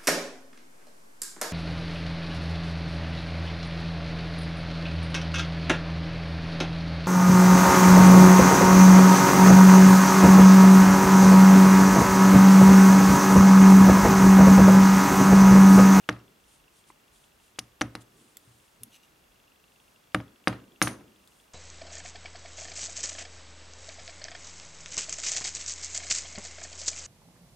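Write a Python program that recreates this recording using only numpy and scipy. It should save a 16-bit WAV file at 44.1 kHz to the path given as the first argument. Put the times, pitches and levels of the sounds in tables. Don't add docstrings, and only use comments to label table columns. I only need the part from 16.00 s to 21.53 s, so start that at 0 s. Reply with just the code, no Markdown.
import sys
import numpy as np
from scipy import signal
from scipy.fft import rfft, irfft, next_fast_len
from scipy.io import wavfile
from scipy.ndimage import map_coordinates

SR = 44100
rng = np.random.default_rng(int(sys.argv[2]) if len(sys.argv) > 2 else 0)


def makeup_ratio(level_db):
    decades = np.asarray(level_db, float) / 20
    return 10 ** decades


def bounce(signal):
    frames = np.transpose(np.atleast_2d(signal))
    limited = np.clip(frames, -1, 1)
    pcm = np.round(limited * 32767).astype(np.int16)
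    wavfile.write(sys.argv[1], SR, pcm)


N = 244088

# (time [s], flat slap [dB], edge snap [dB],
# weight into the bench [dB], spread into mat and room [dB])
KNOCKS = [(.0896, -45, -17.5, -43, -32), (.0912, -5, -35, -21.5, -18), (.1660, -40.5, -55, -70, -49),
          (1.5878, -30, -22.5, -36.5, -34), (1.8124, -44, -13, -34.5, -38),
          (1.8161, -6.5, -45.5, -20.5, -20.5), (1.9527, -27, -23.5, -33.5, -30),
          (4.1464, -52, -11.5, -32, -34.5), (4.1481, -4, -34, -18.5, -20), (4.2029, -30.5, -40, -34, -39),
          (4.4740, -4.5, -14.5, -17.5, -13), (4.5280, -33, -32, -38.5, -30),
          (4.8171, -2.5, -41.5, -16.5, -12), (4.8235, -41, -44, -31, -26.5), (4.8734, -12, -50, -26.5, -17),
          (5.008, -55, -63.5, -43.5, -45)]
# (frequency [Hz], level [dB], t60 [s])
SLAP_MODES = [(1220, -11, .018), (1600, -3.5, .0075), (2120, -18, .02), (3000, -14, .004),
              (3750, -26, .015)]
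# (frequency [Hz], level [dB], t60 [s])
BENCH_TOP_MODES = [(65.8, -14, 0.33), (94, -9, 0.2), (117.6, 0, 0.28), (149.7, -13, 0.28)]
# (frequency [Hz], level [dB], t60 [s])
BENCH_FRAME_MODES = [(190.2, -1.5, 0.18), (232.1, -1.5, 0.17), (276.9, -9, 0.3), (301.4, 5.5, 0.12),
                     (324, -16.5, 0.36), (468, -0.5, 0.0608), (527.4, -3, 0.085), (623.4, -10.5, 0.12),
                     (748, -2.5, 0.064)]
# (frequency [Hz], level [dB], t60 [s])
MAT_MODES = [(857, -15.5, 0.13), (1183, 4.5, 0.083), (1270, -4.5, 0.3), (1402, -0.5, .12), (1706, -24, .07),
             (1778, -11.5, 0.054), (1850, -5, 0.16), (2050, 0.5, 0.096), (2236, -3, 0.057),
             (2360, -22, 0.15), (2807, -3.5, 0.054)]
TOP_DB, FRAME_DB = -7.5, -9.5
MAT_DB, ROOM_DB = -24, -21.5

# (time [s], crack [dB], housing ring [dB])
STRIKES = [(.0895, -20.5, -49.5), (1.5906, -15, -52), (1.5920, -21.5, -48), (1.8116, -19, -46),
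           (1.8160, -20.5, -56), (1.8195, -33, -59), (1.9526, -25, -53), (4.1460, -18.5, -44.5),
           (4.4805, -18, -43.5), (4.8171, -13, -41), (4.8237, -10, -20), (4.8259, -29, -29),
           (4.8347, -34, -26.5), (4.8775, -32.5, -35.5)]
# (frequency [Hz], level [dB], t60 [s])
HOUSING_MODES = [(4830, -9.5, 0.0402), (6280, -2.5, 0.034), (7940, -16, .1), (9250, 0, 0.033),
                 (9650, -1.5, 0.12), (10900, -4, 0.078), (12370, -14, .06), (12800, -17, .06),
                 (14400, -25, .06)]
# (frequency [Hz], level [dB])
CRACK_COLOUR = [(1500, -26), (3000, 12), (6500, 0.5), (11000, -4.5), (13000, -29), (15000, -27),
                (16200, -51)]

# (time [s], peak level [dB], voice [Hz])
PINS = [(.0902, -21.5, 3000), (.0935, -33, 4570), (.095, -25, 5680), (.1275, -40, 4600), (.191, -51, 5530),
        (.9205, -60, 3000), (1.5942, -25, 4880), (1.5985, -34, 6000), (1.8105, -29.5, 9380),
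        (1.8160, -21, 5870), (1.8202, -21, 5980), (1.8250, -33, 5850), (1.9524, -38, 9600),
        (1.9536, -32, 4060), (1.9590, -38.5, 5030), (4.1460, -28, 8800), (4.1480, -40, 4640),
        (4.1725, -53, 10500), (4.1905, -55, 10500), (4.2110, -50, 5000), (4.4738, -31.5, 8100),
        (4.4801, -16.5, 4860), (4.4812, -27.5, 9200), (4.4920, -47, 10500), (4.5375, -44.5, 4000),
        (4.8169, -38, 9200), (4.8346, -27, 10900), (4.8775, -34, 3970), (5.2746, -47, 3510)]
PIN_T60_S, PIN_CRACK_DB = 0.0092, -4
# (frequency [Hz], level [dB], t60 [s])
GRAZE_MODES = [(350, -53.5, 0.046), (925, -44.5, .018), (1017, -47, 0.035), (2070, -49, 0.022)]
# (frequency [Hz], level [dB], t60 [s])
DROP_MODES = [(3300, -26, .0053), (5700, -21.5, 0.0061), (9430, -30, 0.018), (12300, -41, .011),
              (14700, -53, .032)]
# (frequency [Hz], level [dB], t60 [s])
CLASH_MODES = [(5170, -13, .0092), (6350, -15, .016), (9300, -12, 0.012), (11300, -25, .015),
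               (13000, -31.5, .012)]
GRAZE_S, DROP_S, CLASH_S = .9022, 1.5908, 4.8243

# (time [s], level [dB])
CLOSING = [
    (2.3697, -26.5),
    (2.3702, -41),
    (5.2755, -44.5),
]
# (time [s], level [dB])
TOUCHING = [
    (2.8335, -23.5),
    (2.8345, -32),
    (2.8360, -32.5),
]
# (frequency [Hz], level [dB], t60 [s])
PRONG_MODES = [(2100, -16, 0.013), (3470, -10, 0.023), (4790, 0.5, 0.0076), (7600, -1.5, 0.013),
               (8930, -7, .015), (10060, -1, 0.008), (13000, 3, .012), (14800, -3.5, .008),
               (15800, 2, .008)]
# (frequency [Hz], level [dB], t60 [s])
RIM_MODES = [(1770, -24, 0.017), (2910, -5.5, 0.0093), (3460, -7.5, 0.018), (5380, -9, 0.017),
             (6250, -3, 0.023), (7360, -6, 0.012), (9100, 0, 0.011), (9800, 4, 0.013), (10760, 2.5, 0.013),
             (13200, -3.5, 0.015), (14800, -12, .015)]
# (start [s], hold [s], level [dB])
STROKES = [
    (2.932, 0.031, -56.5),
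    (3.032, 0.024, -65),
]
STROKE_RISE_DB_PER_S, STROKE_FALL_DB_PER_S = 600, 810
# (frequency [Hz], width [Hz], level [dB])
BORE_MODES = [(2820, 160, 2), (3770, 230, -11), (6050, 160, -7), (7700, 30, 0), (9700, 47, -4),
              (11200, 47, -10), (13000, 36, -12), (13800, 34, -23), (14800, 55, -32)]

# (time [s], top level [dB], frame level [dB])
PUSHES = [(2.419, -72, -64), (2.474, -52, -68), (2.55, -67, -70), (2.59, -74, -74), (2.799, -75, -62),
          (2.807, -53.5, -61), (2.825, -72, -63)]
# (centre [s], level [dB], length [s])
DRAGS = [
    (2.2, -61.5, 0.056),
    (2.2, -74, 0.055),
    (2.84, -62.5, .035),
]
# (centre [s], level [dB], length [s])
RUSTLES = [(0.527, -63, 0.047), (0.778, -64.5, 0.0325), (0.893, -62.5, 0.018), (1.157, -63.5, 0.025),
           (1.238, -67, 0.028), (1.45, -67.5, 0.041), (2.018, -58.5, 0.0089), (2.223, -67, 0.0614),
           (2.528, -69, 0.18), (3.81, -73.5, 0.13), (5.35, -68, 0.1)]
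# (frequency [Hz], level [dB])
SKIN_COLOUR = [(1500, -52), (3000, -4.5), (5500, -9), (7000, -5.5), (9300, -2), (11500, -11), (14500, -39),
               (16000, -51)]

# (time [s], step level [dB])
LENS_EFFORT = [(0, -54.5), (1.5, -57.5), (3, -58), (3.4, -52.5), (3.8, -52.5), (4.1, -53.5), (4.5, -53.5),
               (5, -52), (5.55, -57)]
# (frequency [Hz], level [dB], t60 [s])
MOTOR_MODES = [(2762, 0, 0.013), (3371, 2, 0.0085)]
LENS_RATE_HZ, BACK_DB = 25, -5.5

# (frequency [Hz], t60 [s])
ROOM_T60 = [(150, 1), (300, 0.84), (600, 0.23), (1300, 0.33), (3000, 0.27), (7000, 0.28), (14000, 0.21)]
# (frequency [Hz], level [dB])
KNOCK_ECHO = [(110, -22), (200, 3.5), (300, 3.5), (450, 1.5), (800, 4), (1300, 3), (2200, -2.5),
              (3500, -8.5), (7000, -25), (14500, -29.5), (16000, -52.5)]
# (frequency [Hz], likeness [0-1])
ROOM_ALIKE = [(150, 1), (500, 0.77), (1500, 0.71), (4000, 0.51), (10000, 0.89)]
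# (frequency [Hz], density [dB per Hz])
HISS_COLOUR = [(12, -33.5), (20, -7), (131, -1.5), (313, -2.5), (769, -4.5), (1270, -5.5), (1840, -9),
               (2720, -10), (3810, -13.5), (14700, -20), (16400, -28)]
# (frequency [Hz], likeness [0-1])
HISS_ALIKE = [(60, 0.93), (130, 0.86), (290, 0.61), (640, -0.0), (1410, 0), (3100, 0.45), (6820, 0.76),
              (15000, 0.98)]


def unit(x):
    return x / np.sqrt(np.mean(x ** 2) + 1e-20)


def along(points, hz):
    f, v = np.transpose(points)
    return np.interp(np.log(hz + 1), np.log(f + 1), v)


def wobble(rate_hz):
    knots = rng.standard_normal(int(N * rate_hz / SR) + 4)
    return map_coordinates(knots, [np.arange(N) * rate_hz / SR])


def add(track, s, sound):
    part = track[..., max(round(s * SR), 0):][..., :sound.shape[-1]]
    part += sound[..., :part.shape[-1]]


def swells(events):
    t = np.arange(N) / SR
    return sum(makeup_ratio(db) * np.exp(-.5 * ((t - s) / length) ** 2) for s, db, length in events)


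def noise(size, spectrum, alike):
    m = next_fast_len(size)
    hz = np.fft.rfftfreq(m, 1 / SR)
    turn = np.arccos(np.clip(along(alike, hz), -1, 1)) / 2
    shape = makeup_ratio(along(spectrum, hz)) * [np.cos(turn), np.sin(turn)]
    mid, side = irfft(rfft(rng.standard_normal((2, m))) * shape, m)[:, :size]
    return unit(np.array([mid + side, mid - side]))


def ring(modes, t, rise, scatter_db, turn=0):
    total = np.zeros(len(t))
    for hz, db, t60 in modes:
        level = makeup_ratio(db + rng.normal(0, 1) * scatter_db - 60 * t / t60)
        total += level * np.sin(2 * np.pi * (hz * t + turn))
    return total * (1 - np.exp(-t / rise))


def room(colour):
    hz, t, z = signal.stft(noise(SR // 2, colour, ROOM_ALIKE), SR, nperseg=128)
    late = makeup_ratio(-60 * t / along(ROOM_T60, hz)[:, None])
    early = makeup_ratio(23.0 - 60 * t / 0.017)
    tail = signal.istft(z * (late + early), SR, nperseg=128)[1][:, :SR // 2]
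    return tail * (1 - np.exp(-np.arange(tail.shape[1]) / SR / 0.0031))


def knocks():
    out, t = np.zeros((2, N)), np.arange(SR // 2) / SR
    lead_s, swell_s, snap_s = .0004, .00026, .0001
    swell = np.sin(np.pi / 2 * np.clip(t / swell_s, 0, 1)) ** 2
    face = sum(makeup_ratio(db - 60 * t / t60) * np.cos(2 * np.pi * hz * (t - lead_s)) for hz, db, t60 in SLAP_MODES)
    slap = -swell * face
    u = t / snap_s
    snap = u ** 2 * (1.6 - u) * np.exp(-1.3 * u) * 3
    top = ring(BENCH_TOP_MODES, t, rise=.018, scatter_db=0, turn=.6)
    for s, slap_db, snap_db, weight_db, spread_db in KNOCKS:
        add(out, s - lead_s, makeup_ratio(slap_db - 1.5) * slap * makeup_ratio([[.6], [-.6]]))
        add(out, s - .0003, makeup_ratio(snap_db) * snap * makeup_ratio([[.8], [-.8]]))
        add(out, s, makeup_ratio(weight_db + TOP_DB) * top)
        frame = ring(BENCH_FRAME_MODES, t, rise=0.00037, scatter_db=2.5, turn=0.7)
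        add(out, s - .0002, makeup_ratio(weight_db + FRAME_DB) * frame)
        mat = ring(MAT_MODES, t, rise=0.0011, scatter_db=0.5, turn=0.68)
        add(out, s, makeup_ratio(spread_db + MAT_DB) * mat)
        add(out, s, makeup_ratio(spread_db + ROOM_DB) * room(KNOCK_ECHO))
    return out


def crack(db, t):
    envelope = makeup_ratio(db - 4 - 60 * t / .006) * (1 - np.exp(-t / .0001))
    return envelope * noise(len(t), CRACK_COLOUR, [(3000, .96)])


def strikes():
    out, t = np.zeros((2, N)), np.arange(SR // 3) / SR
    colour = [(2500, -20.5)]
    for hz, db, _ in HOUSING_MODES:
        colour += [(hz * .985, db - 4.5), (hz, db - 1.5), (hz * 1.015, db - 8.5)]
    colour += [(15800, -43.5)]
    for s, crack_db, ring_db in STRIKES:
        steel = makeup_ratio(ring_db - 20.5) * ring(HOUSING_MODES, t, rise=0.00054, scatter_db=6)
        add(out, s - .0002, steel * makeup_ratio([[.6], [-.6]]) + crack(crack_db, t))
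        chatter = makeup_ratio(ring_db - 13.5 + 2.4 * wobble(310)[:SR // 2])
        add(out, s, chatter * room(colour))
    return out


def clinks():
    out, t = np.zeros((2, N)), np.arange(SR // 3) / SR
    voices = []
    for s, modes in [(GRAZE_S, GRAZE_MODES), (DROP_S, DROP_MODES), (CLASH_S, CLASH_MODES)]:
        voices += [(s, db, hz, t60) for hz, db, t60 in modes]
    voices += [(s, db, hz, PIN_T60_S) for s, db, hz in PINS]
    for s, db, hz, t60 in voices:
        voice = makeup_ratio(db) * ring([(hz, 0, t60), (hz * 1.09, -6, t60)], t, rise=.0004, scatter_db=0)
        add(out, s - .0002, voice * makeup_ratio([[.6], [-.6]]))
        colour = [(hz / 2, -30), (hz * 0.8, -11), (hz, 0), (hz * 1.1, -14), (hz * 2, -35)]
        add(out, s, makeup_ratio(db - 43) * room(colour))
    for s, db, _ in PINS:
        add(out, s - .0002, crack(db + PIN_CRACK_DB, t))
    return out


def tips(ticks, modes):
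    out, t = np.zeros((2, N)), np.arange(SR // 3) / SR
    colour = [(1200, -32)] + [(hz, db) for hz, db, _ in modes] + [(16500, -31.5)]
    for s, db in ticks:
        add(out, s - .0001, makeup_ratio(db - 11.5) * ring(modes, t, rise=.0001, scatter_db=3.5, turn=0.45))
        add(out, s, makeup_ratio(db - 38.0) * room(colour))
    return out


def slide():
    t = np.arange(N) / SR
    stroke = np.zeros(N)
    for s, hold, db in STROKES:
        rise_db = STROKE_RISE_DB_PER_S * np.maximum(s - t, 0)
        fall_db = STROKE_FALL_DB_PER_S * np.maximum(t - s - hold, 0)
        stroke += makeup_ratio(db - rise_db - fall_db)
    grains = rng.standard_normal(N) * makeup_ratio(4.0 * wobble(400))
    hz = np.fft.rfftfreq(N, 1 / SR)
    bore = sum(makeup_ratio(db) * 1j * hz * w / (c * c - hz * hz + 1j * hz * w) for c, w, db in BORE_MODES)
    bore = bore + makeup_ratio(-23) * (hz > 2400) * (hz < 6800)
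    bore = bore + makeup_ratio(-19) * (hz > 1500) * (hz < 13500)
    return stroke * unit(irfft(rfft(grains) * bore, N))


def pushes():
    out, t = np.zeros(N), np.arange(SR // 2) / SR
    for s, top_db, frame_db in PUSHES:
        add(out, s, makeup_ratio(top_db) * ring(BENCH_TOP_MODES, t, rise=.003, scatter_db=2, turn=.5))
        add(out, s, makeup_ratio(frame_db) * ring(BENCH_FRAME_MODES[:5], t, rise=0.0077, scatter_db=5))
    return out


def drags():
    colour = [(40, -28), (110, -2), (230, 3.5), (450, -3), (900, -35)]
    return swells(DRAGS) * makeup_ratio(2.5 * wobble(28)) * noise(N, colour, [(200, .97)])


def rustles():
    return swells(RUSTLES) * makeup_ratio(1.3 * wobble(120)) * noise(N, SKIN_COLOUR, [(3000, 0.54), (10000, 0.84)])


def lens():
    out, t = np.zeros(N), np.arange(SR // 40) / SR
    effort_s, effort_db = np.transpose(LENS_EFFORT)
    for k in range(int(N / SR * LENS_RATE_HZ) + 1):
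        at = k / LENS_RATE_HZ
        db = np.interp(at, effort_s, effort_db) + (0 if k % 2 else BACK_DB)
        late, twitch = rng.random(2)
        step = ring(MOTOR_MODES, t, rise=0.0013, scatter_db=3.0)
        add(out, at + 0.00052 * late - .0006, makeup_ratio(db + 5.5) * step)
        early = ring(MOTOR_MODES, t, rise=0.0015, scatter_db=5)
        add(out, at - .008, makeup_ratio(db - 50 * twitch + 3.5) * early)
    return out


def hiss():
    rumble_colour = [(18, -41.0), (30, -4.5), (44, -8), (70, -15), (100, -54.0)]
    rumble = makeup_ratio(-74 + 3.3 * wobble(4)) * noise(N, rumble_colour, [(40, 1.0)])
    return makeup_ratio(-62.5 + 0.13 * wobble(3.8)) * noise(N, HISS_COLOUR, HISS_ALIKE) + rumble


def scene():
    housing = knocks() + strikes() + clinks()
    tweezers = tips(CLOSING, PRONG_MODES) + tips(TOUCHING, RIM_MODES) + slide()
    hand = pushes() + drags() + rustles()
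    return housing + tweezers + hand + lens() + hiss()


def low_pass(x):
    return signal.sosfilt(signal.butter(12, 17010, fs=SR, output="sos"), x)


def record(dry):
    low_cut = signal.butter(2, 45, "high", fs=SR, output="sos")
    high_cut = signal.cheby1(8, .5, 15800, fs=SR, output="sos")
    mix = signal.sosfilt(np.vstack([low_cut, high_cut]), dry)
    return low_pass(mix)


dry = scene()
out = record(dry)
bounce(out)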